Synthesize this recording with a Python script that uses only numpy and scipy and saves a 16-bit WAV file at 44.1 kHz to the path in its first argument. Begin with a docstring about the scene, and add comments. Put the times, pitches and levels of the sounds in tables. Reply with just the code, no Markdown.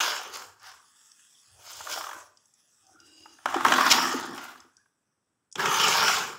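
"""First comes a knock and a gritty scrape: a plastic dustpan is pushed through hay and droppings over
a concrete floor, in a small room. Grit catches the lip and excites the resonances of the plate and the
hollow of the scoop; dry stalks crackle and snap, and stick-slip friction adds brief squeals.
The pan knocks, thuds and skids as a load is tipped into a tub, then starts one more hard stroke."""
import sys
import numpy as np
from scipy import signal
from scipy.fft import rfft, irfft, next_fast_len
from scipy.io import wavfile
from scipy.ndimage import uniform_filter1d

SR = 44100
rng = np.random.default_rng(int(sys.argv[2]) if len(sys.argv) > 2 else 0)


def wrap_up_sound(samples):
    """Save the sound to the file named by the first command line argument, as 16-bit audio."""
    columns = np.atleast_2d(samples).T
    # keep every value between -1 and 1, then stretch to whole-number steps
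    tamed = np.clip(columns, -1, 1)
    steps = np.round(tamed * 32767).astype(np.int16)
    wavfile.write(sys.argv[1], SR, steps)


N = 281609

# Modes of the pan's flat plate, stiff lip and thin edge: f/Hz, bandwidth/Hz, level/dB
PLATE_MODES = [(597, 120, -12.5), (791, 109, -6), (914, 91, 0), (1050, 240, -2), (1242, 187, 0.5),
               (1435, 180, -1.5), (1654, 222, -5), (1905, 280, -11)]
LIP_MODES = [(2220, 310, 1.5), (2520, 260, 2.5), (2950, 280, 3.5), (3354, 260, 4.5), (3870, 650, -6)]
EDGE_MODES = [(4750, 1100, -6.5), (5540, 510, 0.5), (6120, 410, -3), (7150, 900, -7)]
# Modes of the scoop's hollow, which change with grip and load: f/Hz, bandwidth/Hz, level/dB
HOLLOW_FLAT = [(370, 160, -9.5), (497, 63, -3.5)]
HOLLOW_LOADED = [(325.6, 24, 1.5), (417, 150, -3), (625, 96, 2.5)]
HOLLOW_LIFTED = [(318.6, 15, 4.5), (829, 33, -15.5), (1510, 38, -11)]
HOLLOW_TUB = [(144, 73, -16.5), (233, 46, -7), (259, 23, 0), (329.4, 30, 0), (485, 72, -15.5)]
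HOLLOW_PRESSED = [(134, 46, -3.5), (183, 94, -5), (310, 120, -6.5), (427, 98, -2.5)]
# Grip -> modes of the hollow
HOLLOW_BY_GRIP = {"flat": HOLLOW_FLAT, "loaded": HOLLOW_LOADED, "lifted": HOLLOW_LIFTED, "tub": HOLLOW_TUB,
                  "pressed": HOLLOW_PRESSED}
# Moves of the pan: start/s, rise/s, hold/s, slowing/s, time for grit to gather/s,
# plate/dB, lip/dB, edge/dB, hollow/dB, hay/dB, arm/dB, grip
STROKES = [(0, .004, 0.03, .64, .004, -30, -31.5, -31.5, -45.5, -38, -71.5, "flat"),
           (0.272, .08, 0.024, .36, .05, -43.5, -52.5, -44.5, -66, -48.5, -71.5, "flat"),
           (0.542, .13, 0.027, .28, 0.056, -50, -56.5, -53, -73.5, -60, -79, "flat"),
           (1.456, 0.27, 0.2, .2, .22, -53.5, -53, -48, -64.5, -51.5, -66, "loaded"),
           (1.815, 0.1, 0.052, 0.56, 0.088, -41, -48, -42.5, -52.5, -42.5, -73, "loaded"),
           (1.99, .15, 0.037, 0.17, .05, -47.5, -76, -69, -61.5, -62, -86, "loaded"),
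           (2.78, 0.3, 0.25, .16, .4, -77.5, -73, -72, -62, -91.5, -78, "lifted"),
           (3.33, 0.1, 0.017, .05, .05, -61.5, -68.5, -70.5, -75.5, -81.5, -79, "lifted"),
           (3.451, .012, .17, .15, 0.046, -35, -47, -49.5, -49, -56.5, -66, "tub"),
           (3.581, .1, .27, 0.84, .38, -24.5, -32, -29.5, -35.5, -36, -64, "tub"),
           (4.282, .08, 0.085, 0.47, .05, -44, -52, -54, -63, -53.5, -76, "tub"),
           (5.545, .065, 0.51, .52, .26, -26.5, -30, -29.5, -40, -37, -59.5, "pressed")]
# Part -> exponent relating amplitude to speed; the treble dies first, the bass last
SPEED_POWER = {"plate": 4.05, "lip": 4.9, "edge": 5.03, "hollow": 2.26, "hay": 4.8, "arm": 0.99}
# Part -> level offset/dB before grit has gathered under the lip
BARE_DB = {"plate": -2.5, "lip": -10, "edge": -16.5, "hollow": 4, "hay": -10, "arm": 1}
# Spectra of crackling hay, arm rumble and room air: f/Hz, level/dB
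CRACKLE_SPECTRUM = [(1500, -24), (3000, -4.5), (5500, -2), (7500, 1.5), (9000, -1.5), (11000, -1.5),
                    (13500, 0), (15500, 1.5)]
RUMBLE_SPECTRUM = [(20, -31), (50, -12), (80, 3.5), (115, 1.5), (180, -25), (800, -80)]
AIR_SPECTRUM = [(15, -39), (25, -19), (95, 0), (264, 1), (621, -7.5), (1350, -5.5), (2300, -16),
                (7280, -27.5), (7890, -10), (11200, -29.5), (15000, -36.5)]
# The lip catches or strikes: t/s, favoured f/Hz, plate/dB, lip/dB
KNOCKS = [(.0056, 1270, -33, -28), (0.4207, 1330, -45, -49), (1.8063, 877, -38.5, -63),
          (1.8704, 1200, -35.5, -55), (3.258, 866, -46.5, -66.5), (3.387, 1640, -53.5, -68.5),
          (3.4579, 982, -21.5, -36), (3.5429, 783, -23.5, -36), (3.5662, 790, -27, -56),
          (3.609, 1019, -28, -50), (3.6502, 1255, -13.5, -32.5), (3.6642, 946, -23.5, -32),
          (3.682, 1188, -44, -29.5), (3.721, 1363, -19, -23), (3.7371, 1580, -22, -27),
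          (3.7838, 1114, -20.5, -50), (3.809, 1160, -18, -30.5), (3.8645, 1390, -21, -28.5),
          (4.3778, 1300, -40, -42.5), (4.859, 1594, -67, -87), (5.555, 860, -42, -34.5),
          (5.5931, 1620, -31, -38.5), (5.603, 1570, -36, -38), (5.657, 1610, -27, -27),
          (5.8053, 1120, -29, -35), (5.9224, 1090, -46, -25.5), (6.0296, 1290, -22, -39),
          (6.0808, 1600, -22.5, -25.5)]
# The lip slides free: t/s, duration/s, level/dB
SKIDS = [(0.334, 0.033, -43), (1.911, 0.0365, -34.5), (3.899, 0.03, -21), (3.909, 0.02, -15)]
# Envelope of stalks easing in the disturbed heap: t/s, level/dB
SETTLING_ENVELOPE = [(.45, -73), (1.05, -61), (1.5, -63), (2.2, -55.5), (2.33, -73.5), (2.6, -69.5),
                     (3.4, -63), (4.75, -78), (4.95, -85.5), (5.5, -91)]
# Modes of dry stalks: f/Hz, bandwidth/Hz, level/dB
STALK_MODES = [(1430, 360, -6.5), (1870, 730, -15), (2510, 150, -5.5), (3420, 470, -5.5), (3800, 560, -12),
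               (4915, 820, -5.5), (5670, 470, 2), (6440, 520, -1.5), (7760, 780, -0.5), (8700, 1300, -6),
               (10200, 420, -4)]
# Single stalks break: t/s, f/Hz, level/dB
STALK_SNAPS = [(.5967, 5530, -62), (1.1172, 5540, -53), (1.731, 6340, -45.5), (2.372, 4900, -58),
               (2.4557, 6400, -63), (2.5378, 6980, -61.5), (2.867, 6240, -61), (3.0014, 4900, -54.5),
               (4.6025, 5200, -53.5), (4.7675, 5870, -57.5), (5.515, 5600, -59), (5.5253, 6990, -45.5),
               (5.8809, 6570, -30)]
# Stick-slip on one mode of the pan: t/s, duration/s, start f/Hz, end f/Hz, level/dB
SQUEALS = [(.601, 0.23, 800, 1088, -64.5), (.681, 0.29, 1108, 1263, -69), (1.314, 0.1, 3400, 3320, -65),
           (1.519, 0.33, 732, 713, -68), (2.135, 0.051, 317, 320, -54), (2.815, 0.18, 781, 750, -67.5),
           (2.901, .17, 1450, 1346, -63), (4.74, 0.11, 1636, 1604, -71), (5.589, 0.024, 1617, 1638, -25.5),
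           (5.768, 0.122, 2902, 3030, -28), (6.022, 0.074, 1404, 1493, -31)]
# Envelope of the edge's squeak: t/s, level/dB
SQUEAK_ENVELOPE = [(3.0, -68.5), (3.08, -62), (3.18, -57.5), (3.27, -59.5), (3.38, -68.5)]
# Partials of that squeak: f/Hz, level/dB
SQUEAK_TONES = [(2850, -3.5), (3900, -13.5), (4900, -1.5), (5350, -10), (6700, -8.5)]
# Soft blows on the hollow plastic: t/s, level/dB
THUDS = [(3.557, -25.5), (3.673, -32), (3.97, -33), (4.138, -28), (4.646, -62.5), (5.559, -45)]
# Reverberation time of the room: f/Hz, T60/s
ROOM_DECAY = [(150, 0.1), (1000, 0.5), (4000, 0.45), (12000, 0.29)]


def amp(db):
    """Amplitude ratio of a level in decibels."""
    return 10 ** (np.asarray(db) / 20)


def unit(x):
    """Normalisation to rms 1."""
    return x / np.sqrt(np.mean(x ** 2) + 1e-20)


def unit_hit(x):
    """Normalisation of an impact to the energy of 10 ms at rms 1."""
    return x * np.sqrt(SR / 100) / np.linalg.norm(x)


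def even(x, span_s=0.079):
    """Division by the running rms steadies the slow level and keeps the fast spikes."""
    power = np.abs(uniform_filter1d(x ** 2, int(span_s * SR)))
    return x / np.sqrt(power + 1e-6 * np.mean(x ** 2))


def along(points, hz):
    """Interpolation on a logarithmic frequency axis."""
    f, values = np.transpose(points)
    return np.interp(np.log(hz + 1), np.log(f + 1), values)


def envelope(rows, fade_s=0.013):
    """Gain per sample, interpolated in decibels and faded out beyond the ends."""
    times, levels = np.transpose(rows)
    t = np.arange(N) / SR
    gate = np.clip(1 + np.minimum(t - times[0], times[-1] - t) / fade_s, 0, 1)
    return gate * amp(np.interp(t, times, levels))


def wobble(rate):
    """Random modulation of unit variance, with rate knots a second."""
    knots = rng.standard_normal(int(N * rate / SR) + 4)
    return np.interp(np.arange(N) * rate / SR, np.arange(len(knots)), knots) * np.sqrt(3 / 2)


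def filtered(x, response):
    """Linear filtering: the spectrum is multiplied by a frequency response."""
    size = next_fast_len(len(x) + 8192)
    return irfft(rfft(x, size) * response(np.fft.rfftfreq(size, 1 / SR)), size)[:len(x)]


def coloured(x, spectrum):
    """Spectral shaping by rows of f/Hz, level/dB."""
    return filtered(x, lambda hz: amp(along(spectrum, hz)))


def add(track, start_s, x):
    """Superposition of x on the track."""
    i = max(round(start_s * SR), 0)
    track[i:i + len(x)] += x[:len(track) - i]


def ping(hz, t60, t):
    """Free decay of one mode, with unit energy."""
    wave = np.cos(2 * np.pi * hz * t) * amp(-60 * t / t60)
    return wave / np.linalg.norm(wave)


def ring(force, modes):
    """Forced response of a sum of damped modes; a small body radiates no deep bass."""
    t = np.arange(SR // 10) / SR
    response = sum((-1) ** k * amp(db) * width * np.exp(-np.pi * width * t) * np.cos(2 * np.pi * hz * t)
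                   for k, (hz, width, db) in enumerate(modes))
    low_cut = signal.butter(2, min(mode[0] for mode in modes) / 2, 'high', fs=SR, output='sos')
    return signal.sosfilt(low_cut, signal.oaconvolve(force, response)[:len(force)])


def moving_contact(force, modes, shift_db, rate):
    """Modal coupling: as the contact point moves, each mode is driven more or less strongly."""
    return even(sum((-1) ** k * amp(shift_db * wobble(rate)) * ring(force, [mode])
                    for k, mode in enumerate(modes)))


def grains(rate, spread_db, clump_db, clump_rate):
    """Shot noise: tiny random impacts whose uneven sizes swell in clumps."""
    hit = rng.random(N) < rate / SR
    size = amp(spread_db * np.minimum(rng.exponential(size=N), 3) + clump_db * wobble(clump_rate))
    return hit * size * rng.choice([-1, 1], N)


def drive(part, grip=None):
    """A part's amplitude follows a power law of speed; strokes (all, or one grip's) add in energy."""
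    power = np.zeros(N)
    for start, rise, hold, slowing, gathering, *levels, held in STROKES:
        if grip in (None, held):
            t = np.arange(int((rise + hold + slowing) * SR)) / SR
            speed = np.sin(np.pi / 2 * np.clip(t / rise, 0, 1))
            speed *= np.clip(1 - (t - rise - hold) / slowing, 0, 1)
            bare = np.clip(1 - t / gathering, 0, 1)
            db = dict(zip(SPEED_POWER, levels))[part] + BARE_DB[part] * bare
            add(power, start, (amp(db) * speed ** SPEED_POWER[part]) ** 2)
    return np.sqrt(power)


def scraping():
    """Roughness excitation: coarse lumps jolt the whole pan; fine sand keeps its lip hissing."""
    lumps = unit(grains(rate=520, spread_db=1.5, clump_db=1.0, clump_rate=70))
    sand = unit(grains(rate=6000, spread_db=3, clump_db=1.4, clump_rate=140))
    plate = drive("plate") * moving_contact(lumps + 0.51 * sand, PLATE_MODES, shift_db=2, rate=14)
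    lip = drive("lip") * moving_contact(0.08 * lumps + sand, LIP_MODES, shift_db=2, rate=12)
    edge = drive("edge") * moving_contact(0.067 * lumps + sand, EDGE_MODES, shift_db=4, rate=12)
    hollow = sum(drive("hollow", grip) * even(ring(lumps + sand, modes))
                 for grip, modes in HOLLOW_BY_GRIP.items())
    return plate + lip + edge + amp(-1 + 2.5 * wobble(22)) * hollow


def hay_crackle(resting_db=-11, snaps_db=-3, snap_t60=0.006):
    """Brittle fracture: stalks crackle when shoved, faintly as they settle; thicker ones snap."""
    cracks = unit(grains(rate=3000, spread_db=3.8, clump_db=2, clump_rate=70))
    breaks = unit(grains(rate=45, spread_db=1, clump_db=5.5, clump_rate=8))
    t = np.arange(SR // 50) / SR
    burst = rng.standard_normal(len(t)) * amp(-60 * t / snap_t60)
    snaps = unit(signal.oaconvolve(breaks, burst)[:N])
    level = np.hypot(drive("hay"), amp(resting_db) * envelope(SETTLING_ENVELOPE))
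    return level * even(coloured(cracks + amp(snaps_db) * snaps, CRACKLE_SPECTRUM))


def arm_rumble(level_db=-1, jolt_db=4.5):
    """Amplitude-modulated noise: arm movements put a dull, uneven rumble under each stroke."""
    rumble = unit(coloured(rng.standard_normal(N), RUMBLE_SPECTRUM))
    return amp(level_db + jolt_db * wobble(14)) * drive("arm") * rumble


def room_air(level_db=-80):
    """Stationary coloured noise: the faint air of the room."""
    return amp(level_db) * unit(coloured(rng.standard_normal(N), AIR_SPECTRUM))


def knocks(blows, chatter_t60=0.028, rebound_s=0.0019, bite_s=0.00051, crack_db=-13):
    """Impact excitation by contact, rebound and chatter; the spot struck favours one plate mode."""
    out, t = np.zeros(N), np.arange(SR // 10) / SR
    damping = amp(-60 * t / chatter_t60)
    bite = 1 - np.exp(-t / bite_s)  # the soft plastic takes a moment to make full contact
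    soften = signal.butter(2, 8500, fs=SR, output='sos')
    blunt = signal.butter(4, 1850, fs=SR, output='sos')  # a blunt blow misses the upper modes
    for start, hz, plate_db, lip_db in blows:
        force = 0.19 * rng.standard_normal(len(t)) * damping
        force[0] += 1
        force[int(rebound_s * SR * rng.uniform(.8, 1.2))] += 0.66
        plate = signal.sosfilt(blunt, ring(force, PLATE_MODES)) * np.sqrt(damping)  # hay damps it
        body = unit_hit(plate / np.linalg.norm(plate) + ping(hz, chatter_t60, t))
        hardness = amp(min(lip_db - plate_db, 0) * 1.4)  # dull blows have little crack
        crack = hardness * amp(crack_db) * unit_hit(bite * force)
        click = unit_hit(ring(bite * force, LIP_MODES + EDGE_MODES)) + crack
        add(out, start, amp(plate_db) * body + amp(lip_db) * signal.sosfilt(soften, click))
    return out


def grit_catches(count=45, scatter_db=2):
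    """Random impacts, as knock rows: larger grit trips the lip, harder as the pan moves faster."""
    plate_db, lip_db = (20 * np.log10(drive(part) + 1e-9) for part in ("plate", "lip"))
    rows = []
    for i in rng.integers(N, size=count):
        hz = PLATE_MODES[rng.integers(len(PLATE_MODES))][0]
        rows.append((i / SR, hz, plate_db[i] - 3 + scatter_db * rng.standard_normal(), lip_db[i] - 2))
    return rows


def skids(hiss_db=-11, edge_db=2):
    """Sliding friction: a fast slide drives lip and edge with broadband noise, a bright rasp."""
    out = np.zeros(N)
    for start, length, db in SKIDS:
        n = int(length * SR)
        force = rng.standard_normal(n)
        rasp = unit(unit(ring(force, LIP_MODES)) + amp(edge_db) * unit(ring(force, EDGE_MODES)))
        add(out, start, amp(db) * signal.windows.tukey(n, .3) * (rasp + amp(hiss_db) * force))
    return out


def hay_settling(stalks_db=1, plate_db=-12):
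    """Light friction: resting stalks rub one another and brush the plate of the pan."""
    rub = grains(rate=3200, spread_db=2, clump_db=7, clump_rate=15)
    stalks = amp(stalks_db) * moving_contact(rub, STALK_MODES, shift_db=2.5, rate=15)
    plate = amp(plate_db) * moving_contact(rub, PLATE_MODES, shift_db=8.5, rate=9)
    return envelope(SETTLING_ENVELOPE) * (stalks + plate)


def stalk_snaps(burst_t60=0.019, ring_t60=0.045, ring_db=-5, bend_s=0.00051):
    """Release of elastic energy: a stalk bends, then breaks with a dry click and a brief ring."""
    out, t = np.zeros(N), np.arange(SR // 10) / SR
    onset = 1 - np.exp(-t / bend_s)
    for start, hz, db in STALK_SNAPS:
        octave = signal.butter(2, [hz / np.sqrt(2), hz * np.sqrt(2)], 'band', fs=SR, output='sos')
        burst = rng.standard_normal(len(t)) * amp(-60 * t / burst_t60)
        click = unit_hit(signal.sosfilt(octave, ring(burst, STALK_MODES)))
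        tone = amp(ring_db) * unit_hit(ping(hz, ring_t60, t))
        add(out, start, amp(db) * onset * (click + tone))
    return out


def stick_slip(hz, waver):
    """Friction oscillation along a pitch curve, roughened in amplitude and frequency."""
    n = len(hz)
    roughness = amp(4.4 * wobble(260)[:n])
    pitch = hz * (1 + waver * wobble(400)[:n])
    return unit(roughness * np.sin(2 * np.pi * np.cumsum(pitch) / SR))


def squeals():
    """Mode locking: stick-slip settles briefly on one mode of the pan, swelling and fading."""
    out = np.zeros(N)
    for start, length, start_hz, end_hz, db in SQUEALS:
        n = int(length * SR)
        tone = stick_slip(np.linspace(start_hz, end_hz, n), waver=0.045)
        add(out, start, amp(db) * signal.windows.tukey(n, .7) * tone)
    return out


def judder(start_s=1.975, first_gap_s=0.035, shrink=0.88, centre_hz=1226, loss_db=1):
    """A geometric series of knock rows: under the heap each catch comes sooner and softer."""
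    rows = []
    for k in range(7):
        time = start_s + first_gap_s * (1 - shrink ** k) / (1 - shrink)
        hz = centre_hz * np.exp(0.25 * rng.standard_normal())
        rows.append((time, hz, -34 - loss_db * k, -45.5 - loss_db * k))
    return rows


def edge_squeak():
    """Stick-slip under a light drag: the edge sings on a few thin, rough tones."""
    tones = sum(amp(db) * stick_slip(np.full(N, hz), waver=0.018) for hz, db in SQUEAK_TONES)
    return envelope(SQUEAK_ENVELOPE) * unit(tones)


def thuds(push_t60=0.055, trim_db=-9):
    """Cavity resonance: soft clumps land and boom in the hollow plastic."""
    out, t = np.zeros(N), np.arange(SR // 10) / SR
    light = signal.butter(3, 190, 'high', fs=SR, output='sos')  # light hay barely moves the lowest mode
    for start, db in THUDS:
        push = signal.sosfilt(light, rng.standard_normal(len(t)) * amp(-60 * t / push_t60))
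        add(out, start, amp(db + trim_db) * unit(ring(push, HOLLOW_TUB)))
    return out


def room(x, wet_db=-10, delay_s=0.004):
    """Reverberation: reflections from bare walls merge into a short, dense tail."""
    hz, t, noise = signal.stft(rng.standard_normal(SR // 2), SR, nperseg=256)
    decay = amp(-60 * t / along(ROOM_DECAY, hz)[:, None])
    tail = signal.istft(noise * decay, SR, nperseg=256)[1]
    tail = np.pad(tail / np.linalg.norm(tail), (int(delay_s * SR), 0))
    return x + amp(wet_db) * signal.fftconvolve(x, tail)[:N]


def scene():
    """Superposition: pan and hay reverberate in the room, over arm rumble and faint air."""
    pan = scraping() + knocks(KNOCKS + grit_catches() + judder())
    pan += skids() + squeals() + edge_squeak() + thuds()
    hay = hay_crackle() + hay_settling() + stalk_snaps()
    return (room(pan + hay) + arm_rumble() + room_air())[None]


def record(dry, bass_hz=55, top_hz=15750):
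    """Band limiting: a small microphone loses the deep bass, and the highest treble is cut off."""
    thin = signal.sosfilt(signal.butter(2, bass_hz, 'high', fs=SR, output='sos'), dry[0])
    return filtered(thin, lambda hz: np.clip((top_hz - hz) / 300 + .5, 0, 1))[None]


dry = scene()
out = record(dry)
wrap_up_sound(out)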